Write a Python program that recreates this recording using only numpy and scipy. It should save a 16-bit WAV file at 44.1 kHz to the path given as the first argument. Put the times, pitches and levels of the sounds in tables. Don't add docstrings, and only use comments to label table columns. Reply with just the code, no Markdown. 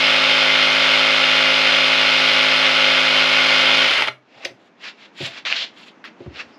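import sys
import numpy as np
from scipy import signal
from scipy.fft import rfft, irfft, next_fast_len
from scipy.io import wavfile
from scipy.ndimage import uniform_filter1d, minimum_filter1d, map_coordinates

SR = 44100
rng = np.random.default_rng(int(sys.argv[2]) if len(sys.argv) > 2 else 0)


def wav_record(signal):
    frames = np.transpose(np.atleast_2d(signal))
    bounded = np.clip(frames, -1, 1)
    quanta = np.round(bounded * 32767).astype(np.int16)
    wavfile.write(sys.argv[1], SR, quanta)


def how_loud(loudness_db):
    steps = np.asarray(loudness_db, float) / 20
    return 10 ** steps


N = 290178

STROKES_PER_S = 52.94
BRAKE_S, STOP_S = 3.84, 4.12


def unit(x):
    return x / np.sqrt(np.mean(x ** 2) + 1e-20)


def along(points, hz):
    f, v = np.transpose(points)
    return np.interp(np.log(hz + 1), np.log(f + 1), v)


def wobble(count):
    knots = rng.standard_normal(int(N * count / SR) + 4)
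    return map_coordinates(knots, [np.arange(N) * count / SR])


def filtered(x, response):
    m = next_fast_len(N + SR // 2)
    return irfft(rfft(x, m) * response(np.fft.rfftfreq(m, 1 / SR)), m)[..., :N]


def coloured(x, spectrum):
    return unit(filtered(x, lambda hz: how_loud(along(spectrum, hz))))


def causal(gain):
    def response(hz):
        cepstrum = irfft(np.log(gain(hz) + 1e-7))
        cepstrum[1:len(hz) - 1] *= 2
        cepstrum[len(hz):] = 0
        return np.exp(rfft(cepstrum))
    return response


# freq_hz, level_db (per Hz)
ROOM_AIR = [(30, -35), (90, -23), (140, -12.5), (200, 0), (300, 0), (420, -4.5), (800, -7.5), (1500, -12),
            (2500, -15.5), (4000, -28), (6500, -32.5), (9000, -58), (14000, -65.5)]


def air():
    since_stop = np.maximum(np.arange(N) / SR - STOP_S, 0)
    pressed_db = 11.5 * np.exp(-since_stop / 0.82)
    level_db = -48 - pressed_db + 0.57 * wobble(count=12)
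    return how_loud(level_db) * coloured(rng.standard_normal(N), ROOM_AIR)


def blade_motion():
    t = np.arange(N) / SR
    speed = 1 - np.clip((t - BRAKE_S) / (STOP_S - BRAKE_S), 0, 1) ** 1.7
    steady = np.cumsum(STROKES_PER_S * speed) / SR + .085
    return speed, steady + .003 * wobble(count=5) + .01 * wobble(count=1)


# place_in_stroke (0-1), level_db, dying_time (share of the stroke)
STROKE_JOLTS = [(0.228, -0.5, 0.097), (0.42, -9.5, 0.061), (0.641, 0.5, 0.034), (0.75, 1, 0.07)]


def jolting(place, base_db):
    return how_loud(base_db) + sum(how_loud(db) * np.exp(-((place - at) % 1) / life) for at, db, life in STROKE_JOLTS)


# multiple (of stroke rate), level_db (rms)
STRONG_MULTIPLES = [(1, -64), (3, -43), (4, -56), (5, -36), (7, -42), (8, -45), (10, -34), (11, -35),
                    (13, -41), (16, -37), (22, -38), (25, -36), (26, -38), (27, -33), (28, -35), (40, -33),
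                    (41, -32), (43, -34), (45, -39), (47, -29), (48, -34), (51, -38), (53, -31), (54, -35),
                    (55, -38), (57, -37), (59, -34), (60, -38), (64, -38), (67, -37)]
# freq_hz, level_db (rms)
WEAK_MULTIPLES = [(100, -78), (400, -84.5), (640, -41.5), (720, -61), (1000, -53), (1800, -50), (3600, -40),
                  (4300, -50.5), (5500, -51.5), (6500, -83), (9000, -84), (12000, -93)]


def gears(stroke, speed):
    size = 8192
    multiples = np.arange(size // 2 + 1)
    level = along(WEAK_MULTIPLES, multiples * STROKES_PER_S) + 3 * rng.standard_normal(len(multiples))
    level[0] = level[230:] = -200
    for k, db in STRONG_MULTIPLES:
        level[round(k)] = db

    bunching = jolting(np.arange(size) / size, base_db=-3.0)
    rattle = rfft(rng.standard_normal(size))
    for _ in range(6):
        levelled = irfft(how_loud(level) * rattle / np.abs(rattle))
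        rattle = rfft(levelled * bunching)
    rattle[:9] = np.exp(1j * np.pi * np.arange(9) ** 2 / 8)
    cycle = irfft(how_loud(level) * rattle / np.abs(rattle), size) * size / np.sqrt(2)

    tone = np.interp(stroke % 1 * size, np.arange(size), cycle, period=size)
    return tone * how_loud(0.17 - 149 * (1 - speed) + 0.15 * wobble(count=6))


# freq_hz, level_db (per Hz)
TEETH = [(25, -86.5), (60, -96.5), (110, -82), (170, -79), (300, -69.5), (480, -64.5), (750, -59.5),
         (1000, -59.5), (1750, -57), (2300, -49), (3300, -51), (4500, -59.5), (6500, -72.5), (8500, -87),
         (12500, -95.5), (14300, -110)]
# centre_hz, width_hz, lift_db
RESONANCES = [(550, 36, 11.5), (790, 15, 4.5), (1395, 630, 6), (2108, 170, 4), (2410, 110, -3),
              (2834, 37, 3.5), (3080, 120, 4), (3580, 140, 3.5), (4187, 89, 7), (4900, 290, 6),
              (9600, 270, 8), (10940, 750, 8.5)]


def housing(hz):
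    lift_db = sum(db / (1 + (2 * (hz - c) / w) ** 2) for c, w, db in RESONANCES)
    return how_loud(along(TEETH, hz) + lift_db)


def tearing(stroke, speed, blows):
    t = np.arange(N) / SR
    jolts = jolting(stroke + 0.0069 * wobble(count=70), base_db=5) * how_loud(0.51 * wobble(count=150))
    cut_level = how_loud(-16.5 + .3 * wobble(count=2)) * speed ** 0.64
    last_tooth_s = 4.092
    force = unit(jolts) * cut_level * (t < last_tooth_s) + blows

    gain = causal(housing)
    scale = np.std(filtered(rng.standard_normal(N), gain))
    noise = filtered(force * rng.standard_normal(N), gain) / scale

    dull_hz = 3480
    octave = lambda hz: 1 / (1 + (dull_hz / (hz + 1)) ** 4) / (1 + (hz / (2 * dull_hz)) ** 6)
    return noise - np.clip(1.3 * (1 - speed), 0, .7) * filtered(noise, octave)


# start_s, peak_db
BRAKE_JOLTS = [(3.9084, -0.5), (3.9204, -17), (3.934, -4.5), (3.9541, -8), (3.959, -16), (3.9681, -13),
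               (3.9802, 1.5), (3.9944, -10), (4.0072, 0.5), (4.0211, 3), (4.0424, -12), (4.0734, -3.5),
               (4.0827, 0)]


def brake_blows():
    t = np.arange(N) / SR
    return sum(how_loud(db - 15.5) * (t > s) * how_loud(-60 * np.abs(t - s) / 0.029) for s, db in BRAKE_JOLTS)


# centre_hz, width_hz, level_db
BOARD_MODES = [(128, 6.2, -1.5), (295, 23, 0), (400, 28, 12), (601, 24, 22.5), (864, 46, 20)]


def board_ringing(blows):
    def modes(f):
        total = 0
        for c, w, db in BOARD_MODES:
            resonance = 1j * c * w / (c * c - f * f + 1j * f * w)
            total = total + how_loud(db) * (f / c) ** 2 * resonance / (1 + (f / c) ** 2)
        return total
    return how_loud(1.0) * filtered(blows, modes)


# freq_hz, t60_s
WALL_DECAY = [(100, 0.28), (1000, 0.22), (4000, 0.16), (10000, 0.22)]


def walls(x):
    hz, t, z = signal.stft(rng.standard_normal(SR // 2), SR, nperseg=256)
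    decay = how_loud(-60 * t / along(WALL_DECAY, hz)[:, None])
    tail = signal.istft(z * decay, SR, nperseg=256)[1]
    return signal.fftconvolve(np.pad(x, (200, 0)), tail / np.linalg.norm(tail))[:N]


# freq_hz, side_minus_mid_db
WIDTH = [(30, -28), (90, -30), (180, -23), (360, -29.5), (700, -30.5), (1400, -36), (2800, -40),
         (5600, -19), (9000, -15), (11000, -11), (13500, 1)]


def difference(mid):
    hz, _, z = signal.stft(mid, SR, nperseg=512)
    phases = np.exp(2j * np.pi * rng.random(z.shape))
    scrambled = z * phases * how_loud(along(WIDTH, hz) + 0.5)[:, None]
    return signal.istft(scrambled, SR, nperseg=512)[1][:N]


# start_s, peak_db, best_excited_hz, loss_db (per octave away from it)
DULL_KNOCKS = [(4.36, -50, 135, 15), (4.405, -34, 800, 25), (4.453, -21, 520, 17), (4.505, -37, 290, 9),
               (4.53, -47, 135, 20), (5.205, -22.5, 340, 5), (5.226, -23, 140, 15), (5.24, -46, 680, 25),
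               (5.27, -25.5, 670, 36), (5.46, -36, 550, 25), (5.512, -21.5, 740, 22), (5.61, -28, 730, 25),
               (6.205, -25, 330, 11), (6.217, -31, 300, 22), (6.262, -20, 200, 9.5), (6.263, -6.5, 70, 28),
               (6.305, -29, 250, 17), (6.45, -31, 75, 20)]
# freq_hz, level_db, t60_s
WOOD_MODES = [(70, -11.5, 0.17), (141, 2.5, 0.072), (205, -6.5, 0.058), (300, -3.5, 0.07),
              (358, -0.5, 0.13), (550, -0.5, 0.071), (675, -10.5, 0.17), (800, -6, 0.06)]


def knocks():
    out, t = np.zeros(N + SR), np.arange(SR // 2) / SR
    for s, db, centre_hz, loss_db in DULL_KNOCKS:
        band = signal.butter(3, [0.75 * centre_hz, 1.66 * centre_hz], "bandpass", fs=SR, output="sos")
        puff = unit(signal.sosfilt(band, rng.standard_normal(len(t)))) * how_loud(-15 - 60 * t / 0.055)
        ring = 0
        for hz, level_db, t60 in WOOD_MODES:
            reached_db = level_db - loss_db * abs(np.log2(hz / centre_hz))
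            ring = ring + how_loud(reached_db - 60 * t / t60) * np.sin(2 * np.pi * hz * t)
        soft_start = 1 - np.exp(-t / 0.0013)
        out[round(s * SR):][:len(t)] += how_loud(db) * (ring + puff) * soft_start
    return out[:N]


def contact(s, length, first_db, last_db, rise, fall):
    t = np.arange(N) / SR - s
    drift_db = np.interp(t, [0, length], [first_db, last_db])
    return how_loud(drift_db + rise * np.minimum(t, 0) - fall * np.maximum(t - length, 0))


# full_contact_s, length_s, first_db, last_db, brightness (0-1)
BLADE_PULLS = [
    (4.37, 0.099, -54.5, -46, .45),
    (4.46, 0.013, -44.5, -44, 0.15),
    (4.62, 0.059, -62, -62, 0.76),
]
HAND_SWEEPS = [
    (4.842, 0.043, -34, -31.5, .4),
    (4.996, .06, -48, -45, .45),
    (5.17, 0.022, -58, -42.5, 0.56),
    (5.215, 0.052, -31.5, -25.5, 0.82),
    (5.31, 0.076, -42.5, -35, 0.43),
    (5.782, 0.05, -44.5, -45, 0.69),
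    (5.884, .008, -42.5, -49.5, 0.76),
    (6.21, .09, -55.5, -63, .6),
    (6.362, 0.049, -37, -32.5, 0.23),
    (6.49, 0.074, -56, -68, .8),
]
SHOE_SLIDES = [
    (5.453, .04, -25, -24.5, .5),
    (5.5, 0.027, -31, -23, 0.66),
    (5.545, 0.085, -28.5, -23.5, .95),
    (5.68, 0.025, -58, -60, 0.51),
    (6.041, 0.015, -48, -35.5, .25),
]
# freq_hz, level_db (per Hz)
SOFT_RUB = [(410, -45), (700, -16.5), (1220, -7), (2540, -2.5), (2750, 1), (3010, -14), (5090, -15),
            (7500, -32.5), (9750, -72), (16500, -120)]
GRITTY_RUB = [(410, -45.5), (700, -23), (943, -23), (1350, -22), (1630, -7.5), (3360, 1.5), (4300, -3.5),
              (7500, -28.5), (9750, -76), (16500, -120)]
BOARD_RASP = [(150, -13), (400, -3.5), (600, 4), (900, -2.5), (1400, -19), (3000, -53)]
DUST_HISS = [(5000, -31.5), (7000, 4.5), (8500, -13.5), (11000, -15), (14000, -24.5)]


def rubbing():
    ways = [(BLADE_PULLS, 145, 480, -3.5, -23),
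            (HAND_SWEEPS, 444, 549.5, -17, -27),
            (SHOE_SLIDES, 9003, 455, -23, -43.5)]
    soft, gritty, rasp, dust = np.zeros((4, N))
    for rubs, rise, fall, rasp_db, dust_db in ways:
        lead_s = 0.0068 if rubs is HAND_SWEEPS else 0
        for s, length, first_db, last_db, bright in rubs:
            pressure = contact(s, length, first_db, last_db, rise, fall)
            soft += np.sqrt(1 - bright) * pressure
            gritty += np.sqrt(bright) * pressure
            rasp += how_loud(rasp_db) * pressure
            flying = contact(s - lead_s, length + lead_s, first_db, last_db, rise, fall)
            dust += how_loud(dust_db) * (2 * bright) ** 1.36 * flying

    out = np.zeros(N)
    for share, tint in [(soft, SOFT_RUB), (gritty, GRITTY_RUB), (rasp, BOARD_RASP), (dust, DUST_HISS)]:
        grains = rng.standard_normal(N) * how_loud(0.91 * wobble(count=900) + 1.9 * wobble(count=90))
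        out += share * coloured(grains, tint)
    return out


# start_s, peak_db, centre_hz, t60_s
SHARP_TICKS = [(4.4488, -11, 5100, 0.04), (4.45, -19.5, 9500, 0.055), (4.4512, -14, 2500, 0.031),
               (5.1648, -40, 2400, .02), (5.451, -18.5, 2620, 0.046), (5.518, -9.5, 2320, 0.0088),
               (5.5254, -5, 2480, .008), (6.0411, -24.5, 1760, .07), (6.048, -31, 1700, 0.075),
               (6.046, -36, 10000, 0.083), (6.2043, -46, 2520, 0.018), (6.2607, -40, 1100, 0.034),
               (6.359, -26.5, 2700, 0.017)]


def ticks():
    out, t = np.zeros(N + SR), np.arange(SR // 10) / SR
    for s, db, hz, t60 in SHARP_TICKS:
        band = signal.butter(2, [.72 * hz, 1.4 * hz], "bandpass", fs=SR, output="sos")
        snap = 4 * (t == 0)
        burst = signal.sosfilt(band, how_loud(-60 * t / t60) * (rng.standard_normal(len(t)) + snap))
        out[round(s * SR):][:len(t)] += how_loud(db) * burst / np.abs(burst).max()
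    return out[:N]


def squeak():
    band = signal.butter(2, [4700, 5500], "bandpass", fs=SR, output="sos")
    noise = unit(signal.sosfilt(band, rng.standard_normal(N)))
    return noise * contact(6.542, .025, -57.5, -59.5, rise=444, fall=549.5)


# freq_hz, gain_db
TREBLE_LOSS = [(5000, 0.5), (7000, -19.5), (9000, -21.5), (14000, -20.5)]


def dulled(x):
    return filtered(x, causal(lambda hz: how_loud(along(TREBLE_LOSS, hz))))


def scene():
    speed, stroke = blade_motion()
    blows = brake_blows()
    handled = board_ringing(blows) + knocks() + rubbing() + dulled(ticks() + squeak())
    bass_cut = signal.butter(6, 100, "highpass", fs=SR, output="sos")
    near = tearing(stroke, speed, blows) + signal.sosfilt(bass_cut, handled)
    mid = gears(stroke, speed) + near + how_loud(-9.5) * walls(near) + air()
    side = difference(mid)
    return np.array([mid + side, mid - side])


def roll_off(x):
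    return signal.sosfilt(signal.butter(12, 14340, fs=SR, output="sos"), x)


def record(dry):
    needed = np.minimum(1, .86 / (np.abs(dry).max(axis=0) + 1e-9))
    held_down = minimum_filter1d(needed, size=161)
    limited = dry * uniform_filter1d(uniform_filter1d(held_down, size=81), size=81)
    gap = lambda hz: (1 - .97 * np.exp(-((hz - 9060) / 110) ** 4)) * (hz < 14400)
    return roll_off(filtered(limited, gap))


dry = scene()
out = record(dry)
wav_record(out)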